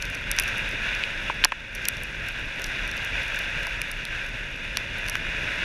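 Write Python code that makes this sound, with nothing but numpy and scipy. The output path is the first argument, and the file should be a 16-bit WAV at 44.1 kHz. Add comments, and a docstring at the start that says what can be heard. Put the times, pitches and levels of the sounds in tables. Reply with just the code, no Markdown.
"""On packed snow a dog sled glides by; the listening point is a camera in a closed plastic housing on it.
The runners hiss: random grain forces drive the housing's resonances. Thrown ice grains tick on it
and frame knocks sound through the mount, both as short contacts that ring the modes.
Wind and bumps rumble as coloured noise below, and a thin steady whine is a sum of sines.
A gain control ducks after loud moments, then recovers."""
import sys
import numpy as np
from scipy import signal
from scipy.fft import rfft, irfft
from scipy.io import wavfile
from scipy.ndimage import uniform_filter1d, minimum_filter1d

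SR = 44100
rng = np.random.default_rng(int(sys.argv[2]) if len(sys.argv) > 2 else 0)


def pcm_store(signal):
    """Save signal as 16-bit PCM."""
    levels = np.round(np.clip(np.atleast_2d(signal), -1, 1) * 32767)
    wavfile.write(sys.argv[1], SR, levels.astype(np.int16).T)


N = 248724

# Thin steady whine, likely the camera's electronics: f/Hz, level/dB
WHINE_TONES = [(8790, -83), (11720, -80), (14650, -95)]
# Course of wind and bumps: t/s, level/dB
RUMBLE_LEVEL = [(0.0, -36), (0.77, -36.5), (1.25, -38), (1.68, -36.5), (1.95, -38.5), (2.8, -37),
                (4.6, -38), (5.64, -34.5)]
# Relative spectrum of the rumble: f/Hz, level/dB per Hz
RUMBLE_SPECTRUM = [(12, -26), (20, 0.5), (43, 2), (56, -5), (70, -10), (102, -7.5), (304, -18), (500, -20),
                   (650, -26), (1100, -120)]
# Frame knocks: t/s, level/dB, centre f/Hz, reach/octaves, contact decay/ms
FRAME_KNOCKS = [(0.0232, -26, 2530, 0.65, 0.92), (0.314, -21, 2400, 0.32, 0.58),
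                (0.3868, -14.5, 2500, 0.82, 1.3), (.398, -15, 2070, 0.46, 0.61),
                (.486, -17, 1600, 0.3, 1.2), (1.0373, -14, 2600, 0.36, 0.56),
                (1.298, -11.5, 764, 1.06, 1.3), (1.4393, -7, 2400, 0.75, 1.7),
                (1.4466, -16, 1020, 1.37, 0.84), (1.4521, -10.5, 1500, 1.3, 2.6),
                (1.5203, -8, 1250, 1.05, 3.1), (1.855, -23, 2820, 0.68, 1.3),
                (1.8852, -18.5, 2530, 0.46, 0.51), (3.669, -24.5, 1010, 0.21, 1.4),
                (4.053, -23.5, 4030, 0.33, 0.36), (2.644, -27, 3600, 0.53, 0.52),
                (3.816, -18, 2370, 0.34, 1.5), (4.7709, -16.5, 3040, 1.08, 0.3),
                (5.085, -23.5, 2300, 0.52, 0.55), (5.154, -13, 1760, 0.47, 0.68),
                (5.25, -22, 1620, 0.22, 1.5)]
# Louder ice grains on the housing: t/s, level/dB in the middle modes, level/dB in the top modes
ICE_GRAINS = [(0.0204, -39, -42), (0.024, -25.5, -33), (0.027, -55, -38), (0.053, -37, -36),
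              (0.1003, -43, -37), (0.1468, -42, -38), (0.151, -38, -33), (0.3146, -23.5, -15),
              (0.3652, -41, -32), (0.387, -17, -25), (0.398, -25, -14), (0.4034, -47, -35),
              (0.4227, -37, -31), (0.4361, -33, -32), (0.479, -32, -34), (0.4877, -38, -36),
              (0.573, -38, -42), (0.5816, -40, -32), (0.6904, -48, -37), (0.712, -40, -43),
              (0.95, -35, -40), (1.441, -25, -47), (1.4469, -8, -1.5), (1.488, -61, -40),
              (1.7508, -34, -26.5), (1.7568, -37, -37), (1.8534, -25, -26), (1.8815, -43, -32),
              (1.8852, -19.5, -10), (1.9687, -42, -41), (2.0349, -43, -30), (2.2855, -39, -30),
              (2.5963, -40, -42), (2.6186, -34, -31), (2.642, -24.5, -29.5), (2.6607, -46, -38),
              (2.666, -43, -39), (2.6694, -40, -41), (2.877, -40.5, -36), (2.914, -32, -37),
              (2.9685, -43, -36), (2.9775, -39, -44), (3.048, -36, -34), (3.2328, -46, -39),
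              (3.2813, -40, -40), (3.3458, -44, -41), (3.3593, -39, -45), (3.3903, -35, -28.5),
              (3.6311, -41, -38), (3.6685, -32, -32), (3.8164, -29.5, -24), (3.915, -37.5, -28),
              (4.052, -39, -31.5), (4.265, -43, -45), (4.771, -24, -23), (4.9835, -50, -41),
              (5.0647, -41, -48), (5.079, -38, -41), (5.0846, -31, -28), (5.0972, -28, -23.5),
              (5.1537, -35.5, -33), (5.167, -43, -43)]
# Housing modes: f/Hz, width/Hz and relative level/dB under the hiss, width/Hz and relative level/dB when struck
HOUSING_MODES = [(257, 220, -25.5, 150, 4), (422, 100, -31, 410, -8), (556.4, 75, -7, 210, 1.5),
                 (671, 110, -8.5, 310, -0.5), (907, 260, -10, 137, 2), (1040, 150, -33, 177, 0.5),
                 (1578, 288, 0.5, 260, 5), (1976, 450, -5, 860, 7), (2454, 327, -0.5, 324, 10.5),
                 (2733, 385, -3, 680, 10), (3440, 346, -9, 900, 12), (3693, 230, -13.5, 300, -21),
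                 (4400, 850, -27, 300, 1), (5100, 180, -24, 200, -2.5), (5676, 620, -25, 218, 3.5),
                 (6410, 810, -28.5, 920, 6.5), (8380, 2400, -39.5, 1300, -1),
                 (10090, 2100, -40.5, 420, 0.5), (11060, 550, -42, 510, -3), (12350, 1700, -51.5, 1050, 1),
                 (14600, 900, -48, 1000, -2)]
# Course of the runner hiss in the glide, before its narrow bands are cut: t/s, level/dB
GLIDE_LEVEL = [(0.0, -31), (0.25, -31), (0.42, -26.5), (0.75, -29.5), (0.92, -27.5), (1.12, -30.5),
               (1.27, -30), (1.38, -32.5), (1.55, -29.5), (2.05, -34), (2.5, -31), (3.0, -29.5),
               (3.62, -28.5), (4.0, -33.5), (4.13, -30), (4.4, -34), (4.62, -34), (4.9, -30.5),
               (5.64, -28.5)]
# Narrow bands the hiss lacks: f/Hz, width/Hz, share removed (0-1)
HISS_DIPS = [(723, 430, 0.49), (1150, 210, 0.33), (3110, 230, 0.8), (4300, 83, .6)]

MIDDLE_HZ, TOP_HZ = 4200, 8000  # lower edges of the middle and top modes
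CUTOFF_HZ = 16300  # stopband edge of the final steep cut
SPRAY_DB, SPRAY_FOLLOWS = 2, -0.2  # fine spray at mean hiss level, dB; change in dB per dB of hiss
FLURRY_S, CALM_SHARE = 0.084, 0.3  # flurry window around loud grains, s; share of the base rate between them
STRAY_MIDDLE_DB = -7  # stray grains in the middle modes against the top modes


def from_db(db):
    """Logarithmic level: decibels to amplitude gain."""
    return 10 ** (np.asarray(db) / 20)


def rms_one(x):
    """Normalisation: scale to unit root mean square."""
    return x / np.sqrt(np.mean(x ** 2) + 1e-20)


def in_time(rows):
    """Linear interpolation: each column of a curve, sample by sample."""
    s, *columns = np.transpose(rows)
    t = np.arange(N) / SR
    return [np.interp(t, s, column) for column in columns]


def drift(rate_hz):
    """Low-passed noise: slow chance of unit spread through two equal poles, computed at SR / 20."""
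    pole = np.exp(-2 * np.pi * rate_hz * 20 / SR)
    noise = rng.standard_normal(N // 20 + 2002)
    slow = signal.lfilter([1], [1, -2 * pole, pole * pole], noise)[2000:]  # drop the settling
    return np.interp(np.arange(N) / 20, np.arange(len(slow)), rms_one(slow))


def resonate(x, hz, width_hz):
    """Damped resonance: a two-pole mode with about unit gain at its peak."""
    r = np.exp(-np.pi * width_hz / SR)
    feed = [(1 - r * r) / 2, 0, (r * r - 1) / 2]
    feedback = [1, -2 * r * np.cos(2 * np.pi * hz / SR), r * r]
    return signal.lfilter(feed, feedback, x + 1e-18)


def contact(length_ms, rattle, chance, hz):
    """Impulsive contact: one push and a dying random rattle, scaled largely by its strength at the mode."""
    steps = np.arange(len(chance))
    push = rattle * chance * np.exp(-steps / (max(length_ms, 0.05) * SR / 1000))
    push[0] = 1
    strength = abs(np.sum(push * np.exp(-2j * np.pi * hz * steps / SR)))
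    return push / np.sqrt(0.7 * strength ** 2 + 0.3 * np.sum(push ** 2))


def strike(force, hz, width_hz, rise_hz):
    """Impulse response of a mode: it swells through a wider resonance, then rings by its own damping."""
    swelling = resonate(force, hz, width_hz + rise_hz)
    height = SR / (2 * np.pi * width_hz)  # evens out peak height whatever the damping
    return resonate(swelling, hz, width_hz) * height


def whine():
    """Superposition: faint steady sine tones."""
    t = np.arange(N) / SR
    return sum(np.sqrt(2) * from_db(level_db) * np.sin(2 * np.pi * hz * t) for hz, level_db in WHINE_TONES)


def rumble(lumpy_db):
    """Spectral shaping: wind on the housing and bumps under the runners as low, lumpy noise."""
    hz = np.fft.rfftfreq(N, 1 / SR)[1:]
    colour_hz, colour_db = np.transpose(RUMBLE_SPECTRUM)
    colour = np.interp(np.log(hz), np.log(colour_hz), colour_db)
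    spectrum = rfft(rng.standard_normal(N)) * np.append(0, from_db(colour))
    lumpy = irfft(spectrum, N) * from_db(lumpy_db * drift(17.6))
    level_db, = in_time(RUMBLE_LEVEL)
    return from_db(level_db) * rms_one(lumpy)


def frame_knocks(rattle):
    """Selective modal excitation: softer blows through the mount ring the modes near their centre."""
    out = np.zeros(N)
    chance = rng.standard_normal((len(FRAME_KNOCKS), 256))
    for k, (hz, _, _, width_hz, struck_db) in enumerate(HOUSING_MODES):
        if hz >= MIDDLE_HZ:
            continue
        force = np.zeros(N)
        for (s, level_db, centre_hz, octaves, length_ms), c in zip(FRAME_KNOCKS, chance):
            at = round(s * SR)
            reach = np.exp(-0.5 * (np.log2(hz / centre_hz) / octaves) ** 2)
            force[at:at + 256] += from_db(level_db) * reach * contact(length_ms, rattle, c, hz)
        ring = strike(force, hz, width_hz, rise_hz=0.72 * hz)
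        out += (-1) ** k * from_db(struck_db - 0.5) * ring  # neighbouring modes have opposite sign
    return out


def stray_grains(starts, base_per_s, floor_db):
    """Clustered random arrivals: faint grains fly in flurries around the loud ones."""
    loud = np.bincount(starts, minlength=N).astype(float)
    flurry = uniform_filter1d(loud, size=round(FLURRY_S * SR))
    born = rng.random(N) < base_per_s * (CALM_SHARE + flurry / flurry.mean()) / SR
    sign = rng.choice([-1, 1], N)
    level_db = floor_db + 3.1 * np.minimum(rng.exponential(1, N), 3)
    return born * sign * from_db(level_db)


def ice_ticks(length_ms, rattle, stray_base_per_s, stray_floor_db):
    """Hard-contact excitation: tiny ice grains, loud and stray, ring only the upper modes."""
    rows, out = np.array(ICE_GRAINS), np.zeros(N)
    starts = np.round(rows[:, 0] * SR).astype(int)
    chance = rng.standard_normal((len(rows), 128))
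    spot_db = 2 * rng.standard_normal((len(rows), len(HOUSING_MODES)))  # where a grain lands favours some modes
    stray = stray_grains(starts, stray_base_per_s, stray_floor_db)
    for k, (hz, _, _, width_hz, struck_db) in enumerate(HOUSING_MODES):
        if hz <= MIDDLE_HZ:
            continue
        stray_gain = from_db(STRAY_MIDDLE_DB * (hz < TOP_HZ))
        force = np.concatenate([stray * stray_gain, np.zeros(128)])
        for at, (_, middle_db, top_db), c, own_db in zip(starts, rows, chance, spot_db[:, k]):
            level_db = own_db + (top_db if hz > TOP_HZ else middle_db)
            force[at:at + 128] += from_db(level_db) * contact(length_ms, rattle, c, hz)
        ring = strike(force[:N], hz, width_hz, rise_hz=3000)
        out += (-1) ** k * from_db(struck_db + 1.0) * ring
    return out


def runners(hiss_db, spray_db, grains_per_s, patchy_db):
    """Random modal excitation: dense crushed crystals drive every mode, wavering partly alone, partly together."""
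    together, out = drift(6.5), 0
    grain_sizes = (rng.random(N) < grains_per_s / SR) * rng.exponential(1, N)
    crushing = rms_one(grain_sizes) + 1.84  # grains over a steady bed
    for hz, width_hz, level_db, _, _ in HOUSING_MODES:
        bright_db = spray_db * (hz > MIDDLE_HZ)
        waver_db = patchy_db * (1.63 * together + drift(13.0))
        force = crushing * rng.standard_normal(N)  # the same grains reach each mode by another path
        ring = resonate(resonate(force, hz, 2.33 * width_hz), hz, width_hz)
        out = out + from_db(level_db + bright_db + waver_db) * ring
    return from_db(hiss_db) * rms_one(out)


def scene():
    """Linear superposition: all sources reach one microphone inside the housing."""
    hiss_db, = in_time(GLIDE_LEVEL)
    spray_db = SPRAY_DB + SPRAY_FOLLOWS * (hiss_db - hiss_db.mean())
    hiss = runners(hiss_db, spray_db, grains_per_s=4000, patchy_db=0.56)
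    for hz, width_hz, share in HISS_DIPS:
        hiss = hiss - share * resonate(hiss, hz, width_hz)
    ticks = ice_ticks(length_ms=0.4, rattle=0.35, stray_base_per_s=60, stray_floor_db=-57.5)
    knocks = frame_knocks(rattle=0.13)
    return (whine() + rumble(lumpy_db=1.5) + knocks + ticks + hiss)[None]


def gain_control(x, threshold_db, share, hold_s, release_db_per_s):
    """Level compression: excess over the threshold lowers the gain just after; it holds, then recovers."""
    t, window, hold = np.arange(N) / SR, round(0.015 * SR), round(hold_s * SR)
    power = signal.lfilter(np.ones(window) / window, [1], x ** 2)
    over_db = np.maximum(10 * np.log10(power + 1e-12) - threshold_db, 0)
    held_db = -minimum_filter1d(-over_db, hold, origin=(hold - 1) // 2)  # largest recent excess
    fall_db = release_db_per_s * t  # release of the excess, before share scales it
    released_db = np.maximum.accumulate(held_db + fall_db) - fall_db
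    smooth_db = signal.lfilter([0.002], [1, -0.998], released_db)
    return x * from_db(-share * smooth_db)


def record(dry):
    """Nonlinear transmission: gain control, a microphone that fades at the top, rounded peaks, steep cut."""
    x = gain_control(dry[0], threshold_db=-18.5, share=0.92, hold_s=0.2, release_db_per_s=42)
    x = signal.sosfilt(signal.butter(6, 15000, fs=SR, output="sos"), x)
    rounded = 1.08 * np.tanh(x / 1.127)
    steep_cut = signal.cheby2(14, 90, CUTOFF_HZ, fs=SR, output="sos")
    return signal.sosfilt(steep_cut, rounded)[None]


dry = scene()
out = record(dry)
pcm_store(out)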